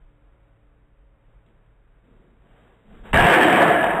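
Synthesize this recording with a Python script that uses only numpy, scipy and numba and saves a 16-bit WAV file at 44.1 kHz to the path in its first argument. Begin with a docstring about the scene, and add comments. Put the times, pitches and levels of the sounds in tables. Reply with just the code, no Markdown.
"""A quiet living room, with a soft hiss, a hum and a low rumble. Clothes rustle, something is thrown,
and a puff of air buffets the microphone. The thrown thing thumps into tall towers of small wooden planks.
The planks clack against each other, each ringing briefly, and rain on the wooden floor.
A narrow-band recorder with a limiter holds the clatter down."""
import sys
import numpy as np
from scipy import signal
from scipy.fft import rfft, irfft
from scipy.io import wavfile
from scipy.ndimage import uniform_filter1d
from numba import njit

SR = 44100
rng = np.random.default_rng(int(sys.argv[2]) if len(sys.argv) > 2 else 0)


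def digitize_waveform(pressure):
    """Quantize a signal to 16-bit integers and store it at the path in sys.argv[1].

    Rows of a 2-D input are taken as channels; values are limited to [-1, 1].
    """
    field = np.atleast_2d(pressure).T
    bounded = np.clip(field, -1, 1)
    quanta = np.round(bounded * 32767).astype(np.int16)
    wavfile.write(sys.argv[1], SR, quanta)


N = 176400
T = np.arange(N) / SR
TAIL = T[:SR // 6]  # time axis of one short hit


def amp(db):
    """Turn decibels into a gain."""
    return 10 ** (np.asarray(db) / 20)


def curve(t, points):
    """Gain along a line through (time_s, level_db) points."""
    return amp(np.interp(t, *np.array(points).T))


def add(out, start_s, sound):
    """Mix a sound in at a given time."""
    i = int(np.clip(start_s * SR, 0, N))
    out[i:i + len(sound)] += sound[:N - i]


def colour(x, points):
    """Filter through (pitch_hz, level_db) points; white noise keeps its power."""
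    hz, db = np.array(points).T
    f = np.fft.rfftfreq(16384, 1 / SR) + 1
    gain = amp(np.interp(np.log(f), np.log(hz), db)) / np.hypot(1, (f / hz[-1] / 2) ** 2)
    cepstrum = irfft(np.log(gain / np.sqrt(np.mean(gain ** 2))))
    cepstrum[1:len(f) - 1] *= 2  # folded so that nothing sounds before its hit
    cepstrum[len(f):] = 0
    return signal.fftconvolve(x, irfft(np.exp(rfft(cepstrum))))[:N]


def noise(points):
    """Steady noise of a given colour."""
    return colour(rng.standard_normal(N), points)


def drift(per_s):
    """Slow random wandering, about 1 either way."""
    return np.interp(T * per_s, np.arange(256), rng.standard_normal(256))


def swells(rows, points):
    """Noise that rises, holds and fades once for each row."""
    power = sum((amp(db) * np.interp(T, start + np.cumsum([0, rise, hold, fade]), [0, 1, 1, 0])) ** 2
                for start, rise, hold, fade, db in rows)
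    return np.sqrt(power) * noise(points)


def bursts(times, sizes, points, decay_s):
    """Each contact is a rough push that dies within milliseconds."""
    out = np.zeros(N)
    for start, size in zip(times, sizes):
        add(out, start, size * np.exp(-TAIL / decay_s) * rng.standard_normal(len(TAIL)))
    return colour(out, points)


def shower(force, per_s, crash_s=3.131, scatter_db=3.5, count=400):
    """Times and sizes of random contacts once the towers give way."""
    times = crash_s + (np.arange(count) + 2 * rng.random(count)) / per_s
    sizes = curve(times, force) * amp(scatter_db * np.clip(rng.standard_normal(count), -2, 2))
    return times[times < T[-1]], sizes[times < T[-1]]


# Colours (how much bass and treble) of the hiss and rumble: pitch_hz, level_db
HISS_COLOUR = [(47, -31.5), (80, -10.5), (112, -3), (221, -13), (248, -14), (296, -15.5), (409, -13),
               (436, -13.5), (806, -18), (1540, -20), (3800, -32.5), (4940, -63), (8360, -120)]
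RUMBLE_COLOUR = [(12, -23), (25, -2.5), (38, -1.5), (52, -0.5), (72, -17), (130, -43.5)]
# How each slowly swells and sinks: time_s, level_db
HISS_SWELL = [(0, 0), (.45, .5), (.6, -0.5), (1.08, -2.5), (1.25, 0.5), (1.5, .5), (1.8, -1), (2.2, 0.5)]
RUMBLE_SWELL = [(0, -53), (.35, -54.5), (.9, -58), (1.1, -52.5), (1.3, -52.5), (1.5, -58), (2.0, -57.5),
                (2.42, -53), (2.8, -62), (4.0, -47)]
# The tones in the hum: pitch_hz, level_db
HUM_TONES = [(111, -67.5), (146, -71), (221, -84.5), (296, -76.5), (441, -78.5), (550, -77), (662, -82.5)]

def room_tone(hiss_db=-63.5, waver_db=3, drift_hz=0.89):
    """Soft hiss, a wavering appliance hum and a low rumble."""
    hiss = amp(hiss_db + .5 * drift(9)) * curve(T, HISS_SWELL) * noise([(30, -12)] + list(HISS_COLOUR))
    hum = 0
    for hz, db in HUM_TONES:
        level = np.sqrt(2) * amp(db + waver_db * drift(6.05))
        pitch_hz = hz + drift_hz * drift(6.97)
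        hum += level * np.sin(2 * np.pi * np.cumsum(pitch_hz) / SR)
    return hiss + hum + curve(T, RUMBLE_SWELL) * noise(RUMBLE_COLOUR)


# Faint ticks: start_s, level_db
TICK_HITS = [(1.462, -61), (1.485, -64), (2.926, -57)]
# Their colour: pitch_hz, level_db
TICK_COLOUR = [(150, -12), (450, 7), (900, -5), (1600, -6), (2300, 1), (3100, -1), (3900, -2)]

def ticks():
    """Small dry ticks while the clothes move."""
    times, db = np.array(TICK_HITS).T
    return bursts(times, amp(db), TICK_COLOUR, decay_s=.005)


# Movements of the clothes, plus the whoosh of the thrown thing (the last swish row): start_s, rise_s, hold_s,
# fade_s, level_db
SHUFFLE_MOVES = [(1.46, 0.017, 0.027, 0.075, -62.5), (2.02, 0.039, 0.13, 0.36, -58.5),
                 (2.38, 0.036, 0.64, .1, -63), (2.91, 0.038, 0.26, 0.085, -51.5)]
SWISH_MOVES = [(1.455, .008, .035, .06, -75), (2.04, 0.053, 0.066, 0.17, -87),
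               (2.38, .2, 0.049, 0.37, -59.5), (2.84, 0.094, 0.058, 0.07, -56.5),
               (3.03, 0.027, 0.049, .03, -44.5)]
FLAP_MOVES = [(2.62, 0.023, .03, .05, -61.5), (2.84, 0.055, 0.04, .05, -50.5),
              (3.03, 0.067, 0.036, .02, -42)]
# Their colours: pitch_hz, level_db
SHUFFLE_COLOUR = [(60, -19), (130, -6.5), (210, -0.5), (320, -5), (480, -6.5), (700, -20), (1500, -26.5),
                  (3500, -30)]
SWISH_COLOUR = [(150, -25.5), (400, -2), (700, 1), (1100, -5), (1700, -4), (2300, -11), (3400, -11),
                (4000, -18)]
FLAP_COLOUR = [(100, -22), (170, -8.5), (210, 8), (250, -8), (350, -25)]

def clothes():
    """Moving cloth makes dull shuffles and brighter swishes; the throw adds low flaps and the thrown thing a
    short rising whoosh just before the crash."""
    shuffles = swells(SHUFFLE_MOVES, SHUFFLE_COLOUR)
    swishes = swells(SWISH_MOVES, SWISH_COLOUR)
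    return shuffles + swishes + swells(FLAP_MOVES, FLAP_COLOUR)


# Puffs of air: start_s, rise_s, hold_s, fade_s, level_db
AIR_PUFFS = [(2.83, 0.16, .1, .1, -40.5), (3.09, .06, .09, 0.035, -24), (3.25, .02, 0.057, 0.069, -40)]
# Their deep colour: pitch_hz, level_db
PUFF_COLOUR = [(12, -13), (25, 15), (45, 0), (70, -4), (130, -14), (400, -47)]

def air_puffs():
    """Air pushes on the microphone with a deep flutter."""
    return swells(AIR_PUFFS, PUFF_COLOUR)


# Bumps against the towers: start_s, relative_level_db
THUMP_HITS = [(3.136, -4.5), (3.147, 1.5), (3.17, 0.5), (3.2, 5.5), (3.219, 4.5), (3.245, 7.5)]
# Their colour: pitch_hz, level_db
THUMP_COLOUR = [(20, -7), (58, 1), (90, -1.5), (185, 3.5), (260, -4.5), (500, -29)]

def thumps(gain_db=-13.5):
    """The thrown thing bumps through the towers."""
    times, db = np.array(THUMP_HITS).T
    return bursts(times, amp(gain_db + db), THUMP_COLOUR, decay_s=0.0083)


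# How hard the planks land: time_s, relative_level_db
LANDING_FORCE = [(3.13, -4.5), (3.22, 0), (3.29, 0.5), (3.45, 4.5), (3.55, 1), (3.66, 2), (3.74, -7.5),
                 (3.85, -8.5), (4.0, -12)]
# Colour of a knock on the floor: pitch_hz, level_db
FLOOR_COLOUR = [(60, -30.5), (110, -11.5), (180, 1), (235, -2), (275, -1.5), (335, 3), (420, -0.5),
                (540, -1), (800, -10), (1500, -29.5)]

def landings(gain_db=-12.5):
    """Falling planks knock dully on the floorboards."""
    times, sizes = shower(LANDING_FORCE, per_s=130)
    return bursts(times, sizes * amp(gain_db) / 2, FLOOR_COLOUR, decay_s=0.0058)


# A plank's three tones: pitch_hz, level_db, ring_s (time to fade by 60 dB)
PLANK_TONES = [(698, -2.5, 0.054), (1705, 0, 0.064), (2993, -19, 0.017)]

def plank(pitch_ratio, boosts_db):
    """A struck plank bends back and forth, ringing briefly."""
    out = 0
    for (hz, db, ring_s), boost in zip(PLANK_TONES, boosts_db):
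        fade = np.exp(-np.log(1000) * TAIL / ring_s)
        out += amp(db + boost) * np.sin(2 * np.pi * hz * pitch_ratio * TAIL) * fade
    return out


# Colours of a hard and a gentle contact: pitch_hz, level_db
HARD_COLOUR = [(100, -25), (300, -6.5), (600, -2.5), (900, 2), (1300, -2.5), (1900, -2), (2300, -4.5),
               (2650, -7.5), (3150, -7), (3500, -14), (3900, -20)]
GENTLE_COLOUR = [(100, -27), (300, -7.5), (600, -0.5), (950, 2), (1400, 0.5), (1950, -4), (2400, -11.5),
                 (3300, -22), (3900, -30.5)]

def cracks(times, sizes, gentle=False):
    """Wood meets wood with a short crack, duller when the touch is gentle."""
    return bursts(times, sizes / 2, GENTLE_COLOUR if gentle else HARD_COLOUR, decay_s=0.0035)


# How hard the planks hit each other: time_s, relative_level_db
COLLAPSE_FORCE = [(3.13, -5), (3.16, -4.5), (3.21, 2), (3.27, -0.5), (3.33, 6), (3.43, -0.5), (3.48, -2),
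                  (3.63, -0.5), (3.72, -6), (3.85, -9.5), (4.0, -9.5)]

def clatter(ring_db=-23.5, hard_db=-8, gentle_db=-13, soften_from_s=3.426, soften_db_per_s=27):
    """Hundreds of contacts crack and ring; the late ones are gentler, so their crack turns dull."""
    rings = np.zeros(N)
    times, sizes = shower(COLLAPSE_FORCE, per_s=260)
    for start, size, chance in zip(times, sizes, rng.standard_normal((len(times), 4))):
        # planks differ in pitch, and each contact favours other tones
        add(rings, start, size * plank(pitch_ratio=1 + 0.047 * chance[0], boosts_db=2.5 * chance[1:]))
    hardness = amp(-soften_db_per_s * np.maximum(times - soften_from_s, 0))
    softness = np.sqrt(np.clip(1 - hardness ** 2, 0, 1))
    hard = amp(hard_db) * cracks(times, sizes * hardness)
    gentle = amp(gentle_db) * cracks(times, sizes * softness, gentle=True)
    return amp(ring_db) * rings + hard + gentle


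# The loudest hits, in relative levels: start_s, low_tone_db, upper_tones_db, crack_db
LOUD_HITS = [(3.131, -34, -15, -2.5), (3.143, -8, -15, 5), (3.173, -23, 9, -13), (3.186, 9, 3, -14),
             (3.204, -16, -22, 2), (3.27, 7.5, 2, -13), (3.309, -5, 3, -8), (3.356, -7, 3.5, -8),
             (3.383, 10.5, -6, -6), (3.412, 5, 8.5, -5), (3.431, 2.5, 9, 7.5), (3.445, 9.5, -4, 5),
             (3.469, 8, -18, -28), (3.481, -6, -3.5, -3), (3.498, -4, -1.5, 0), (3.528, 8.5, -7, 3),
             (3.547, 4, -10, -21), (3.569, -6, -24, -8.5), (3.605, -0.5, -2, -16), (3.623, 9, 1.5, -19),
             (3.661, 4, -18, -19), (3.703, 3.5, -3, -21), (3.724, -1.5, -8, -26), (3.740, -8.5, -11, -11.5),
             (3.763, -6, -2, -21), (3.786, 1, -25, -12), (3.808, -13, -7, -18), (3.829, 0.5, -20, -7.5),
             (3.841, -7, -7, -7), (3.867, -1, -13.5, -24), (3.905, -4, -7, -17), (3.974, -2.5, -15, -16)]

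def strikes(ring_gain_db=-12, crack_gain_db=-3.5):
    """The hardest blows between planks stand out of the clatter."""
    rings = np.zeros(N)
    for (start, low, upper, _), chance in zip(LOUD_HITS, rng.standard_normal(len(LOUD_HITS))):
        add(rings, start, plank(pitch_ratio=1 + 0.034 * chance, boosts_db=(low, upper, upper)))
    times, _, _, crack_db = np.array(LOUD_HITS).T
    return amp(ring_gain_db) * rings + cracks(times, amp(crack_gain_db + crack_db))


def room_echo(x, ring_s=0.48, gap_s=.004, echo_db=1.5, places=6, places_per_s=40):
    """Contacts come from ever-changing places in the room, each with its own short, dense echo."""
    t = T[:SR]
    fade = np.exp(-np.log(1000) * t / ring_s) * (t > gap_s)
    place = T * places_per_s % places
    echo = 0
    for k in range(places):
        distance = np.abs((place - k + places / 2) % places - places / 2)
        share = np.sin(np.pi / 2 * np.maximum(1 - distance, 0))
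        tail = rng.standard_normal(SR) * fade
        echo += signal.fftconvolve(x * share, tail / np.linalg.norm(tail))[:N]
    return x + amp(echo_db) * echo


def scene(low_cut_hz=94):
    """The quiet room, the throw, then the collapse."""
    throw = clothes() + air_puffs()
    wood = room_echo(strikes() + clatter() + landings())
    # small planks give off no deep bass
    wood = signal.sosfilt(signal.butter(4, low_cut_hz, "high", fs=SR, output="sos"), wood)
    return (room_tone() + throw + ticks() + thumps() + wood)[None]


@njit
def follow_peaks(x, rise_s, fall_s):
    """Track how loud the peaks are from moment to moment."""
    out, level = np.empty(len(x)), 0.
    for i in range(len(x)):
        level += (abs(x[i]) - level) / (SR * (rise_s if abs(x[i]) > level else fall_s))
        out[i] = level
    return out


def record(dry, limit_db=-5.5, band_hz=3830, ceiling_db=-2.5, top_hz=15200):
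    """The recorder turns loud moments down, cuts the treble and rounds off the peaks."""
    x = dry[0]
    excess = np.maximum(follow_peaks(x, rise_s=.001, fall_s=0.079) / amp(limit_db), 1)
    x = x / uniform_filter1d(excess, 441)  # smoothed over 10 ms
    x = signal.sosfilt(signal.ellip(10, .3, 70, band_hz, fs=SR, output="sos"), x)
    x = amp(ceiling_db) * np.tanh(x / amp(ceiling_db))
    # joining every fourth sample with straight lines mirrors a faint fizz into the treble
    x = np.interp(T, T[::4], x[::4])
    return signal.sosfilt(signal.ellip(8, .2, 70, top_hz, fs=SR, output="sos"), x)[None]


dry = scene()
out = record(dry)
digitize_waveform(out)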